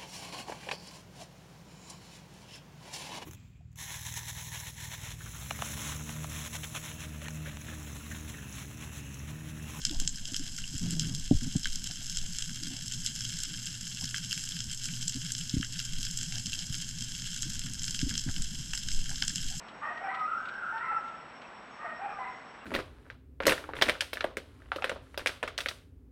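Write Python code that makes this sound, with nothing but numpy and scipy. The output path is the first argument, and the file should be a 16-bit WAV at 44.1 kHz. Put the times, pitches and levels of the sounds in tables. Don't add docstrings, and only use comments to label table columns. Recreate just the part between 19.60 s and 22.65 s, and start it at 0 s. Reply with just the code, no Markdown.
import sys
import numpy as np
from scipy import signal
from scipy.fft import rfft, irfft, next_fast_len
from scipy.io import wavfile

SR = 44100
rng = np.random.default_rng(int(sys.argv[2]) if len(sys.argv) > 2 else 0)


def store_pcm(level_fs):
    pcm = np.round(np.clip(level_fs, -1, 1) * 32767).astype(np.int16)
    wavfile.write(sys.argv[1], SR, np.atleast_2d(pcm).T)


N = 134505
TIME = np.arange(N) / SR


# time_s, pitch_hz, level_db
HOWL_CONTOUR = [(0.514, 1267, -35), (.55, 1279, -33.5), (0.594, 1271, -44), (0.614, 1237, -29.5),
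                (0.643, 1281, -33), (0.676, 1374, -31), (0.699, 1489, -36), (.733, 1388, -31),
                (.765, 1410, -42), (0.786, 1590, -36.5), (0.859, 1564, -45), (0.923, 1630, -38),
                (1.008, 1650, -43), (1.035, 1427, -32), (1.062, 1517, -37.5), (1.103, 1573, -38.5),
                (1.167, 1442, -39.5), (1.271, 1325, -37), (1.302, 1344, -26), (1.324, 1330, -39),
                (1.348, 1368, -30.5), (1.384, 1348, -36), (1.455, 1341, -42.5)]

def howl(warble_hz=41, warble_depth=.12, warble_start_s=.625, warble_length_s=.595):
    time_s, pitch_hz, level_db = np.transpose(HOWL_CONTOUR)
    shaking = gate(warble_start_s, warble_length_s, attack_s=.0994, release_s=.13)
    shaking = np.maximum(shaking, .14 * (TIME > warble_start_s))
    pitch_dips = (1 + np.sin(trembling_phase(warble_hz, jitter=.3036))) / 2
    pitch = np.interp(TIME, time_s, pitch_hz) * (1 - warble_depth * shaking * pitch_dips)
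    phase = trembling_phase(pitch, jitter=.01398)
    voice = rms_one(from_db(-2) * np.sin(phase) + from_db(-27.5) * np.sin(2 * phase))
    breath = drift(rate_hz=110) * np.sin(phase) + drift(rate_hz=110) * np.cos(phase)
    envelope = gate(time_s[0], time_s[-1] - time_s[0], attack_s=.015, release_s=.04)
    return (voice + .18 * breath) * from_db(np.interp(TIME, time_s, level_db)) * envelope


# frequency_hz, relative_db
THROAT_SPECTRUM = [(300, -32), (700, -12), (1000, -9), (1280, 8.5), (1650, 1.5), (2100, -5.5), (2600, -11),
                   (3500, -26), (6000, -44.5)]
# frequency_hz, gain_db
MOUTH_RESPONSE = [(1400, -5.5), (1650, -3.5), (1950, -1), (2200, -19), (2480, -3.5), (2650, -15.5),
                  (3000, -27.5), (4200, -29)]
# start_s, length_s, start_hz, top_hz, end_hz, top_at_fraction,
# level_db, swell_db (start to end), overtones_db, jitter_fraction, hoarse_db
YELP_CUES = [(0.297, 0.03, 700, 724, 702, 0.5, -40, 3, -5.5, 0.019, -7.5),
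             (0.405, 0.075, 660, 801.4, 707, 0.63, -36.5, 6.5, -3.5, 0.047, -7.5),
             (.483, 0.079, 935, 1023, 990, 0.57, -43, -5, 9.5, 0.027, -7),
             (1.122, 0.073, 868, 909, 930, 0.94, -40.5, -6.5, -4, 0.013, -15),
             (1.201, 0.099, 925, 1015, 966, 0.53, -45, -2.5, 8, 0.027, -7.5),
             (1.309, 0.02, 900, 888, 800, .2, -36, 5, -9, 0.017, -6),
             (2.241, 0.03, 700, 721, 643, 0.34, -40.5, 3, -21, 0.023, -2.5),
             (2.389, 0.08, 690, 827.3, 747, 0.71, -38, 7, -7.5, 0.035, -8),
             (2.485, 0.0465, 880, 831, 752, .3, -49, 4, 4.5, 0.0311, 0),
             (2.522, 0.055, 1215, 1221, 1190, 0.44, -44.5, 0, -22, 0.013, -10),
             (2.584, 0.028, 750, 770.5, 780, 0.8, -37, 0, -8.5, 0.02, -20),
             (2.59, 0.0606, 985, 1019, 943, 0.51, -38, 1, -1, 0.016, -12),
             (2.643, 0.038, 1020, 1022, 1004, 0.64, -46.5, -6, 9.5, 0.0154, -2)]

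def yelps(rasp_depth=.21, subharmonic_depth=.23):
    out, air = np.zeros(N), coloured_noise(THROAT_SPECTRUM)
    mouth_hz, mouth_db = np.transpose(MOUTH_RESPONSE)
    for start_s, length_s, *bend, level_db, swell_db, overtones_db, jitter, hoarse_db in YELP_CUES:
        pitch = pitch_arch(start_s, length_s, *bend)
        phase = trembling_phase(pitch, jitter)
        overtones = sum(from_db(overtones_db + np.interp(k * pitch, mouth_hz, mouth_db))
                        * np.sin(k * phase) for k in range(2, 5))
        voice = np.sin(phase) + overtones * (1 + subharmonic_depth * np.cos(phase / 2))
        rasp = 1 + rasp_depth * drift(rate_hz=230)
        hoarse = from_db(hoarse_db) * air * (1 + np.cos(phase) / 2)
        gain = from_db(level_db + swell_db * (progress(start_s, length_s) - .5))
        envelope = gate(start_s, length_s, attack_s=.0051, release_s=.016)
        out += gain * envelope * (np.sqrt(2) * voice * rasp + hoarse)
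    return out


# centre_hz, half_width_hz (per filter stage), relative_db, change_db (start to end)
JAW_FORMANTS = [(698, 92, -11.5, -3), (930, 120, -0.5, -8), (1154, 170, 0, -16), (1420, 120, -9.5, 5),
                (1854, 65, 3, 3.5), (2390, 220, -14.5, -1.5)]
# start_s, length_s, start_hz, top_hz, end_hz, top_at_fraction, level_db
BARK_CUES = [(0.211, 0.1051, 568, 627.5, 614.4, 0.68, -36), (2.184, 0.13, 589.7, 619.9, 616, 0.26, -40)]

def barks(subharmonic_depth=.38, rasp_mix=.72):
    out = np.zeros(N)
    for start_s, length_s, *bend, level_db in BARK_CUES:
        phase = trembling_phase(pitch_arch(start_s, length_s, *bend), jitter=.012)
        pulses = sum(np.cos(k * phase) for k in range(1, 6))
        pulses *= 1 + subharmonic_depth * np.cos(phase / 2)
        rasp = rng.standard_normal(N) * (1 + np.cos(phase))
        jaw_travel = progress(start_s, length_s) - .5
        envelope = gate(start_s, length_s, attack_s=.026, release_s=.039)
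        for source, mix in ((pulses, 1), (rasp, rasp_mix)):
            formants = sum(from_db(db + change_db * jaw_travel) * resonate(source, hz, 2 * half_width_hz)
                           for hz, half_width_hz, db, change_db in JAW_FORMANTS)
            cry = envelope * formants
            out += mix * from_db(level_db) * cry * np.linalg.norm(envelope) / np.linalg.norm(cry)
    return out


def wood(calls, air_loss_hz=2670, direct_db=-3.5, tree_line_s=.064, tree_line_db=-9, build_s=.0061):
    dulled = signal.sosfilt(signal.butter(2, air_loss_hz, fs=SR, output="sos"), calls)
    impulse_response = np.zeros(N)
    for t60_s, level_db in ((.7, -3.6), (1.6, -19)):
        tail = rng.standard_normal(N) * from_db(-60 * TIME / t60_s) * (1 - np.exp(-TIME / build_s))
        impulse_response += from_db(level_db) * tail / np.linalg.norm(tail)
    slapback = np.interp(TIME - tree_line_s, TIME, dulled, left=0)
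    reverb = signal.fftconvolve(dulled, impulse_response)[:N]
    return from_db(direct_db) * dulled + from_db(tree_line_db) * slapback + reverb


CHIRP_CUES = [.07, .275, .44, .635, .79, .965, 1.17, 1.38, 1.59, 1.771, 1.97, 2.152, 2.369, 2.541, 2.72,
              2.89]

def near_cricket(pitch_hz=5468, level_db=-67, echo_db=-74.5):
    chirps = sum(swell(TIME - centre_s, length_s=.099) for centre_s in CHIRP_CUES)
    tone = np.sqrt(2) * np.sin(trembling_phase(pitch_hz, jitter=.0036))
    return from_db(level_db) * tone * chirps + from_db(echo_db) * blurred_tone(pitch_hz, width_hz=150)


# first_centre_s, period_s, length_s, pitch_hz, width_hz, level_db
CRICKET_CHORUS = [(-.02, .187, .11, 5580, 50, -74), (.22, .635, .22, 6600, 130, -81),
                  (.38, .36, .22, 6100, 350, -83)]

def far_crickets(echo_floor=.25):
    out = np.zeros(N)
    for first_centre_s, period_s, length_s, pitch_hz, width_hz, level_db in CRICKET_CHORUS:
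        from_centre_s = (TIME - first_centre_s + period_s / 2) % period_s - period_s / 2
        chirps = swell(from_centre_s, length_s)
        out += from_db(level_db) * blurred_tone(pitch_hz, width_hz) * (chirps + echo_floor)
    return out


# frequency_hz, relative_db
TICK_SPECTRUM = [(500, -19.5), (1000, -10.5), (2000, 8.5), (3800, 5.5), (5500, -13), (8000, -18),
                 (11000, -47)]
# start_s, level_db
TICK_CUES = [(0.083, -44.5), (0.373, -48.5), (0.545, -42.5), (.594, -50), (0.853, -45.5), (0.886, -43),
             (0.937, -50), (1.178, -49), (1.478, -51.5), (1.816, -48.5)]

def leaf_ticks(attack_s=.002, decay_s=.0098):
    envelope = sum(from_db(db) * progress(start_s, attack_s) * np.exp(-np.abs(TIME - start_s) / decay_s)
                   for start_s, db in TICK_CUES)
    return envelope * coloured_noise(TICK_SPECTRUM)


# centre_s, length_s, pitch_hz, level_db
PEEP_CUES = [(1.762, .03, 2134, -54), (1.852, 0.023, 2540, -52), (3.018, 0.024, 2750, -59)]

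def peeps():
    return sum(from_db(level_db) * swell(TIME - centre_s, length_s) * blurred_tone(pitch_hz, width_hz=135)
               for centre_s, length_s, pitch_hz, level_db in PEEP_CUES)


# frequency_hz, relative_db
RUSH_SPECTRUM = [(20, -24), (45, -6), (62, -7.5), (82, -12), (130, -4.5), (185, -2.5), (225, 0.5),
                 (290, -2.5), (400, -4.5), (600, -0.5), (900, 1.5), (1350, 0), (1800, -4), (2600, -9.5),
                 (3500, -16), (5000, -26), (7000, -37), (9000, -43.5), (11000, -46.5)]

def distant_rush(level_db=-49):
    return from_db(level_db) * coloured_noise(RUSH_SPECTRUM)


def whine(pitch_hz=7797, flips_per_s=59.3, level_db=-74.5):
    polarity = np.sign(np.sin(np.pi * flips_per_s * TIME))
    return from_db(level_db) * np.sqrt(2) * np.sin(2 * np.pi * pitch_hz * TIME) * polarity


def from_db(db):
    return 10 ** (np.asarray(db) / 20)


def rms_one(x):
    return x / np.sqrt(np.mean(x ** 2) + 1e-20)


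def drift(rate_hz):
    hop, settle = 40, 2000
    pole = np.exp(-2 * np.pi * rate_hz * hop / SR)
    noise = rng.standard_normal(N // hop + settle + 2)
    slow = signal.lfilter([1], [1, -2 * pole, pole * pole], noise)[settle:]
    return np.interp(np.arange(N) / hop, np.arange(len(slow)), rms_one(slow))


def coloured_noise(spectrum):
    hz, db = np.transpose(spectrum)
    size = next_fast_len(N)
    bins_hz = np.maximum(np.fft.rfftfreq(size, 1 / SR), 1)
    gain = from_db(np.interp(np.log(bins_hz), np.log(hz), db))
    return rms_one(irfft(rfft(rng.standard_normal(size)) * gain, size)[:N])


def resonate(x, hz, width_hz):
    r = np.exp(-np.pi * width_hz / SR)
    b = np.array([1, 0, -1]) * (1 - r * r) / 2
    a = [1, -2 * r * np.cos(2 * np.pi * hz / SR), r * r]
    return signal.lfilter(b, a, signal.lfilter(b, a, x))


def blurred_tone(hz, width_hz):
    return rms_one(resonate(rng.standard_normal(N), hz, width_hz))


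def progress(start_s, length_s):
    return np.clip((TIME - start_s) / length_s, 0, 1)


def gate(start_s, length_s, attack_s, release_s):
    return progress(start_s, attack_s) * np.clip((start_s + length_s - TIME) / release_s + .5, 0, 1)


def swell(from_centre_s, length_s):
    return np.cos(np.pi * np.clip(from_centre_s / length_s, -.5, .5))


def pitch_arch(start_s, length_s, start_hz, top_hz, end_hz, top_at):
    past_top = progress(start_s, length_s) - top_at
    lead_in = (start_hz - top_hz) * (past_top / top_at) ** 2
    lead_out = (end_hz - top_hz) * (past_top / (1 - top_at)) ** 2
    return top_hz + np.where(past_top < 0, lead_in, lead_out)


def trembling_phase(hz, jitter):
    return 2 * np.pi * np.cumsum(hz * (1 + jitter * drift(rate_hz=90.5))) / SR


def scene():
    rush = distant_rush()
    pack = wood(howl() + yelps() + barks())
    return (pack + rush + near_cricket() + far_crickets() + peeps() + leaf_ticks())[None]


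def record(dry):
    cutoff_hz = 11300
    return signal.sosfilt(signal.ellip(10, .1, 80, cutoff_hz, fs=SR, output="sos"), dry + whine())


dry = scene()
out = record(dry)
store_pcm(out)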